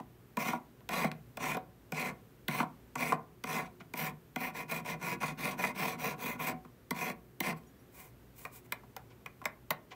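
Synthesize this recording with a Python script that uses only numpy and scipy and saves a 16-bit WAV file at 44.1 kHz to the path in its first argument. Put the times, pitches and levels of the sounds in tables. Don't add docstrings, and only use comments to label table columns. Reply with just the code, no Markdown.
import sys
import numpy as np
from scipy import signal
from scipy.fft import rfft, irfft, next_fast_len
from scipy.io import wavfile
from scipy.ndimage import uniform_filter1d, map_coordinates

SR = 44100
rng = np.random.default_rng(int(sys.argv[2]) if len(sys.argv) > 2 else 0)


def level_to_linear(level):
    exponent = np.asarray(level, float) / 20
    return 10 ** exponent


def to_wav(sig):
    pcm = np.clip(np.atleast_2d(sig), -1, 1) * 32767
    pcm = np.round(pcm).astype(np.int16)
    wavfile.write(sys.argv[1], SR, pcm.T)


N = 438783
SIZE = next_fast_len(N + SR // 2)
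HZ = np.fft.rfftfreq(SIZE, 1 / SR)

# frequency in Hz, level in dB per Hz.
AIR_SPECTRUM = [(12, -47), (20, -19), (70, -9), (113, -2.5), (269, -4), (356, -12), (398, -5.5),
                (572, -14.5), (870, -19), (1610, -21), (4780, -32), (9090, -34), (11100, -36),
                (13100, -29.5), (15900, -35)]
# frequency in Hz, width in Hz, level in dB.
HUM_BANDS = [(59.2, 3.6, -68.5), (119.9, 3.7, -64), (360.3, 4.3, -69)]
# frequency in Hz, level in dB.
BUZZ_ENVELOPE = [(8300, -14), (9000, -8), (11500, -9), (12400, 0), (13400, 2), (13900, -10), (14500, 1),
                 (15700, -1)]
# frequency in Hz, time to fall by 60 dB in seconds.
ROOM_DECAY = [(150, 0.47), (800, .32), (2500, 0.19), (6000, 0.083), (15000, 0.081)]

# frequency in Hz, width in Hz, level in dB.
PIN_MODES = [(153.9, 12.5, 4), (184.5, 49.6, -1), (246.6, 30.7, 1.5), (345, 34, -8.5)]
# frequency in Hz, width in Hz, level in dB.
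BANGLE_MODES = [(460, 50.5, -1.5), (593.5, 43, -3), (667.6, 30.6, -1), (747, 16.4, 6), (977, 58, 3),
                (1050, 43, 2), (1112, 46, 1), (1255, 257, -11), (1431, 117, -4)]
# frequency in Hz, width in Hz, level in dB.
UPPER_MODES = [(1675, 78, -9.5), (1852, 43, -4), (2054, 58, 1.5), (2281, 112, -1.5), (2457, 86, 0.5),
               (2890, 230, -15.5)]
# frequency in Hz, width in Hz, level in dB.
STEEL_MODES = [(3335, 47, 5.4), (4050, 23, 6.5), (10200, 350, 3.9), (10550, 84, 2.3),
               (5900, 400, 7), (7920, 380, 5), (12700, 300, 4), (13800, 350, 8), (14800, 300, 5),
               (15500, 250, 5)]

# frequency in Hz, level in dB per Hz.
RASP_SPECTRUM = [(1760, -37), (3000, 2), (5260, -4.5), (5870, -6.5), (8900, -8), (13800, -7), (15700, -7.5)]
# frequency in Hz, level in dB per Hz.
SKIN_SPECTRUM = [(1470, -23), (2500, -38), (2810, -8), (5100, -9), (8110, -2), (9610, -5), (10500, -4),
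                 (15900, 2.5)]
# frequency in Hz, level in dB per Hz.
RUSTLE_SPECTRUM = [(1500, -21), (3000, 7), (7000, -5), (9000, -18), (15900, -25)]
# frequency in Hz, level in dB per Hz.
CLATTER_SPECTRUM = [(250, -74), (600, 2.5), (2000, -4.5), (3200, -30), (8000, -36)]
# frequency in Hz, level in dB per Hz.
SNAP_SPECTRUM = [(400, -25), (1000, -1), (2500, 5), (6000, -7), (8000, -15), (15900, -24)]

# start in seconds, length in seconds, strength in dB,
# share of the stroke at top speed (0-1), level of the file's highest modes in dB.
FILE_STROKES = [(0.378, 0.19, -40, 0.32, -5), (0.89, 0.21, -39.5, 0.42, -6), (1.38, 0.19, -39, 0.5, -5),
                (1.921, 0.205, -41, 0.47, -7.5), (2.483, 0.17, -42.5, 0.43, -3),
                (2.955, 0.21, -40.5, 0.47, -4), (3.441, 0.21, -41.5, 0.44, -3),
                (3.938, 0.18, -41.5, 0.49, 1.5), (4.36, 0.16, -45, 0.51, 2),
                (4.532, 0.12, -45.5, 0.42, -3.4), (4.678, 0.14, -42.5, 0.41, -2),
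                (4.84, 0.12, -43.5, 0.45, -6), (4.985, 0.18, -41, 0.56, -4.5),
                (5.201, 0.14, -41.5, 0.31, -6), (5.371, 0.19, -40.5, 0.39, -5),
                (5.567, 0.16, -41.4, 0.45, -2.5), (5.739, 0.23, -40, 0.46, -2),
                (5.974, 0.18, -41, 0.47, -1.5), (6.17, 0.2, -42.5, 0.48, 2),
                (6.377, 0.16, -39.5, 0.51, 0.5), (6.919, 0.22, -42.5, 0.52, -3),
                (7.405, 0.13, -39.5, 0.53, -5)]
LIFT_SCUFFS = [
    (0.538, 0.049, -59, 0.54, -6),
    (1.567, .035, -70, 0.3, -8),
    (3.618, 0.064, -57.5, 0.6, -16),
    (7.559, 0.041, -67, 0.4, 5),
]
# start in seconds, length in seconds, hiss in dB,
# share at top speed (0-1), bangle's body over hiss in dB.
FINGER_WIPES = [
    (7.9, 0.26, -52.5, 0.38, -6),
    (8.33, 0.19, -52.5, 0.44, -10.5),
    (8.5, 0.14, -53.5, 0.4, -10),
    (8.63, .05, -63, 0.53, -4),
]
# start in seconds, length in seconds, rustle in dB,
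# share at top speed (0-1), bangle's body over rustle in dB.
GRIP_SHIFTS = [
    (3.795, 0.037, -63.5, 0.4, 11.5),
    (9.095, 0.051, -68.5, 0.35, 8),
    (9.9, 0.053, -58.5, 0.41, 8.5),
]
# start in seconds, peak in dB,
# push into the pin in dB, ring of the file in dB.
FILE_TAPS = [(0.37, -27.5, -6.5, -18), (0.89, -31, -13.5, -12), (1.371, -32, -17, -16),
             (1.921, -31.5, -4.5, -16), (2.482, -30.5, 2.5, -4.5), (2.955, -28.5, -12, -19),
             (3.439, -30, -11.5, -17), (3.937, -33, -6.5, -16), (4.36, -32, -5, -11),
             (5.212, -35, -20, -39), (6.908, -29.5, 1, -6), (7.404, -28.5, -1, -3.5)]
# start in seconds, peak in dB, pitch of the blow in Hz,
# upper modes in dB, ring of the file in dB.
BANGLE_KNOCKS = [(0, -30, 840, -33, -43), (0.533, -21.5, 1080, -28, -30), (0.807, -49, 535, -32, -21),
                 (1.045, -16, 676, -48, -28), (1.116, -34, 2350, -14, -22), (1.569, -22.5, 505, -26, -21),
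                 (2.602, -14.5, 1106, -20, -58), (2.629, -23.5, 710, -26, -31),
                 (3.122, -11.5, 960, -18, -63), (3.806, -38, 1200, -42, -25), (5.231, -21, 1010, -19, -39),
                 (5.638, -20.5, 990, -1, -35), (6.65, -39, 1080, -24, -27), (8.451, -29.5, 1080, -4.5, -20),
                 (8.722, -26.5, 1410, -1.5, -5), (8.835, -43, 960, -27, -29), (8.965, -31, 850, -8.5, -11),
                 (9.26, -34.5, 1030, -1.5, -20), (9.416, -34.5, 1050, -19, -36),
                 (9.441, -43.5, 996, -3, -16), (9.455, -23, 945, 1, -13.5), (9.706, -18.5, 980, -5, -8)]
# start in seconds, frequency in Hz, level in dB,
# time to fall by 60 dB in seconds.
FILE_CHIMES = [(7.572, 7800, -63, .12), (7.572, 10200, -74, .12), (7.665, 5770, -70, 0.17),
               (7.67, 6800, -66, 0.11), (7.67, 10200, -70, 0.084), (7.79, 5650, -71, .12),
               (7.8, 10100, -70, .12)]
# start in seconds, peak in dB.
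EDGE_TICKS = [(0.807, -52), (1.116, -30.5), (1.569, -49), (3.802, -49), (6.648, -58), (7.636, -60),
              (8.968, -52), (9.105, -53)]

FORCE_DB = [1, -3.5, 0.77, -7.5, -5.5]
FORCE_GROWTH = [1.14, 0.61, 1.7, 1.6, 2.1]
FORCE_LINGER_S = [0.0067, 0.017, 0.0027, 0.0026, .0005]

AIR_DB, BUZZ_HZ = -58, 119.95
BUZZ_SMEAR = 0.3
ECHO_RENEW_S = 0.25
CROSS_HZ = 11500
CRUISE = 1.15
SKIN_GROWS = 4.5
TICK_S = 0.00061
TAP_UPPER_DB, UPPER_FOLLOWS_PIN = 2.1, 0.41
TAP_STEEL_DB, STEEL_FOLLOWS_RING = -2, 0.59
KNOCK_PIN_DB, KNOCK_STEEL_DB = -25.5, -5.5
THUD_START, THUD_SAG_PER_S = 1.19, 79


def unit(x):
    return x / np.sqrt(np.mean(x ** 2) + 1e-20)


def along(points, hz):
    f, v = np.transpose(points)
    return np.interp(np.log(hz + 1), np.log(f + 1), v)


def coloured(spectrum):
    return level_to_linear(along(spectrum, HZ))


def filtered(x, response):
    power = np.mean(np.abs(response) ** 2)
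    return irfft(rfft(x, SIZE) * response / np.sqrt(power), SIZE)[:N]


def modes(table):
    total = 0
    for k, (centre, width, db) in enumerate(table):
        damping = 1j * HZ * width
        total = total + (-1) ** k * level_to_linear(db) * damping / (centre * centre - HZ ** 2 + damping)
    return total


def wobble(rate):
    knots = rng.standard_normal(int(N * rate / SR) + 4)
    return map_coordinates(knots, [np.arange(N) * rate / SR])


def workshop():
    drift = level_to_linear(0.7 * wobble(3))
    air = level_to_linear(AIR_DB - 3.0) * drift * filtered(rng.standard_normal(N), coloured(AIR_SPECTRUM))
    hum = 0
    for hz, width, db in HUM_BANDS:
        hum = hum + level_to_linear(db) * filtered(rng.standard_normal(N), modes([(hz, width, 0)]))
    overtones = BUZZ_HZ * np.arange(70, 132)
    level = level_to_linear(along(BUZZ_ENVELOPE, overtones) + 2.6 * rng.standard_normal(len(overtones)))
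    phase = 2 * np.pi * BUZZ_SMEAR * rng.random(len(overtones))
    lines = np.zeros(len(HZ), complex)
    lines[np.round(overtones / HZ[1]).astype(int)] = level * np.exp(1j * phase)
    return air + hum + level_to_linear(-78 + wobble(5)) * unit(irfft(lines, SIZE)[:N])


def room(x):
    out, step = np.zeros(N + SR), round(ECHO_RENEW_S * SR)
    for start in range(0, N, step):
        hz, t, z = signal.stft(rng.standard_normal(SR // 2), SR, nperseg=256)
        decay = level_to_linear(-60 * t / along(ROOM_DECAY, hz)[:, None])
        tail = signal.istft(z * decay, SR, nperseg=256)[1]
        wet = signal.fftconvolve(x[start:start + step], tail / np.linalg.norm(tail))
        out[start + 250:][:len(wet)] += wet
    return out[:N]


def chimes():
    out, t = np.zeros(N), np.arange(SR // 5) / SR
    for s, hz, db, t60 in FILE_CHIMES:
        onset = 1 - np.exp(-t / 0.0017)
        out[round(s * SR):][:len(t)] += level_to_linear(db - 60 * t / t60) * onset * np.sin(2 * np.pi * hz * t)
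    return out


def ticks():
    out, t = np.zeros(N), np.arange(SR // 50) / SR
    for s, db in EDGE_TICKS:
        out[round(s * SR):][:len(t)] += level_to_linear(db) * np.exp(-t / TICK_S) * rng.standard_normal(len(t))
    return filtered(out, coloured(SNAP_SPECTRUM))


def slides(rows, grows, linger_s=0):
    out = np.zeros((2, N))
    for s, length, db, top, extra_db in rows:
        duration = length + linger_s
        on = np.arange(round(s * SR), min(round((s + duration) * SR), N))
        share = (on / SR - s).clip(0) / duration
        skew = np.log(0.5) / np.log(top)
        speed = np.abs(np.sin(np.pi * share ** skew))
        gain = (np.tanh(CRUISE * speed) / np.tanh(CRUISE)) ** grows
        out[:, on] += level_to_linear([[db], [db + extra_db]]) * gain
    return out


def teeth(per_second, spread_db, chatter_db):
    instants = rng.random(N) < per_second / SR
    bites = instants * level_to_linear(spread_db * rng.exponential(size=N)) * rng.standard_normal(N)
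    grains = unit(bites) + 0.6 * rng.standard_normal(N)
    return unit(grains * level_to_linear(chatter_db * wobble(120) + wobble(30)))


def wiping():
    hiss, body = slides(FINGER_WIPES, SKIN_GROWS)
    rustle, held = slides(GRIP_SHIFTS, SKIN_GROWS)
    drag = teeth(12000, spread_db=1, chatter_db=1.2)
    skin = filtered(hiss * drag, coloured(SKIN_SPECTRUM))
    skin = skin + filtered(rustle * drag, coloured(RUSTLE_SPECTRUM))
    return skin + filtered((body + held) * drag, modes(BANGLE_MODES + UPPER_MODES))


def contacts():
    rows = []
    for s, db, pin_db, ring_db in FILE_TAPS:
        upper_db = TAP_UPPER_DB + UPPER_FOLLOWS_PIN * pin_db
        file_db = TAP_STEEL_DB + STEEL_FOLLOWS_RING * ring_db
        rows.append((s, db, 2100, 0, pin_db, upper_db, file_db, ring_db, upper_db - 20, -12))
    for s, db, hz, upper_db, ring_db in BANGLE_KNOCKS:
        pin_db = KNOCK_PIN_DB - 0.4 * upper_db
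        file_db = KNOCK_STEEL_DB + (upper_db + ring_db) / 2
        rows.append((s, db, hz, -8, pin_db, upper_db, file_db, ring_db, 0, -5 + 0.45 * upper_db))
    return rows


def blows():
    force, t = np.zeros((7, N + SR)), np.arange(SR // 10) / SR
    # seconds, for bangle, pin, upper, file, sheen, thud, clatter
    rise_s = np.array([[0.0015], [0.003], [0.0004], [0.0002], [0.0002], [0.0012], [0.002]])
    fade_s = np.array([[0.003], [0.004], [0.0015], [0.0023], [0.0023], [0.0018], [0.014]])
    envelope = (1 - np.exp(-(t + 1 / SR) / rise_s)) * np.exp(-t / fade_s)
    base_db = np.array([20.9, 25.2, 16.9, 20.2, 20.0, 10.5, 14.6])
    for s, db, hz, *rel_db in contacts():
        burst = rng.standard_normal((7, len(t)))
        cycles = hz * THUD_START * (1 - np.exp(-THUD_SAG_PER_S * t)) / THUD_SAG_PER_S
        jitter = np.cumsum(burst[5]) * np.sqrt(hz) / 900
        burst[5] = np.sin(2 * np.pi * cycles + jitter)
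        burst *= envelope
        burst[5, 240:] -= 0.17 * burst[5, :-240]
        gain = level_to_linear(db + np.array(rel_db) + base_db)
        burst *= gain[:, None] / np.linalg.norm(burst, axis=1)[:, None]
        force[:, round(s * SR):][:, :len(t)] += burst
    return force[:5, :N], force[5, :N] + filtered(force[6, :N], coloured(CLATTER_SPECTRUM))


def filing():
    pushes = []
    for db, grows, linger_s in zip(FORCE_DB, FORCE_GROWTH, FORCE_LINGER_S):
        pushes.append(level_to_linear(db) * slides(FILE_STROKES + LIFT_SCUFFS, grows, linger_s))
    bangle, pin, upper, file, sheen = pushes
    bite = teeth(2500, spread_db=1.8, chatter_db=1.7)
    fine = unit(teeth(9000, spread_db=-3.0, chatter_db=2.0) + 1.05 * bite)
    return np.array([bangle[0] * bite, pin[0] * bite, upper[0] * bite, file[0] * fine, sheen[1] * fine])


def steel():
    lift = [1 + (level_to_linear(db) - 1) * modes([(hz, w, 0)]) for hz, w, db in STEEL_MODES]
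    return coloured(RASP_SPECTRUM) * np.prod(lift, axis=0)


def patchy(x, depth_db):
    z = signal.stft(x, nperseg=256)[2]
    field = uniform_filter1d(rng.standard_normal(z.shape), size=2, axis=0)
    field = uniform_filter1d(field, size=36, axis=1)
    return signal.istft(z * level_to_linear(depth_db * unit(field)), nperseg=256)[1][:N]


def ring(bangle, pin, upper, file, sheen):
    high = 1 / (1 + (CROSS_HZ / (HZ + 1)) ** 12)
    bar = steel()
    metal = filtered(file, bar * (1 - high)) + filtered(sheen, bar * high)
    gold = filtered(bangle, modes(BANGLE_MODES)) + filtered(upper, modes(UPPER_MODES))
    return filtered(pin, modes(PIN_MODES)) + patchy(gold, depth_db=1.5) + patchy(metal, depth_db=3.2)


def scene():
    hits, wood = blows()
    bench = ring(*(filing() + hits)) + wood + wiping() + chimes() + ticks()
    return (bench + level_to_linear(-14.0) * room(bench) + workshop())[None]


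def low_pass(x):
    return signal.sosfilt(signal.butter(12, 17010, fs=SR, output="sos"), x)


def record(dry):
    edge = coloured([(15700, 0), (15900, -40), (17000, -44)])
    mix = irfft(rfft(dry, SIZE) * edge, SIZE)[:, :N]
    return low_pass(mix)


dry = scene()
out = record(dry)
to_wav(out)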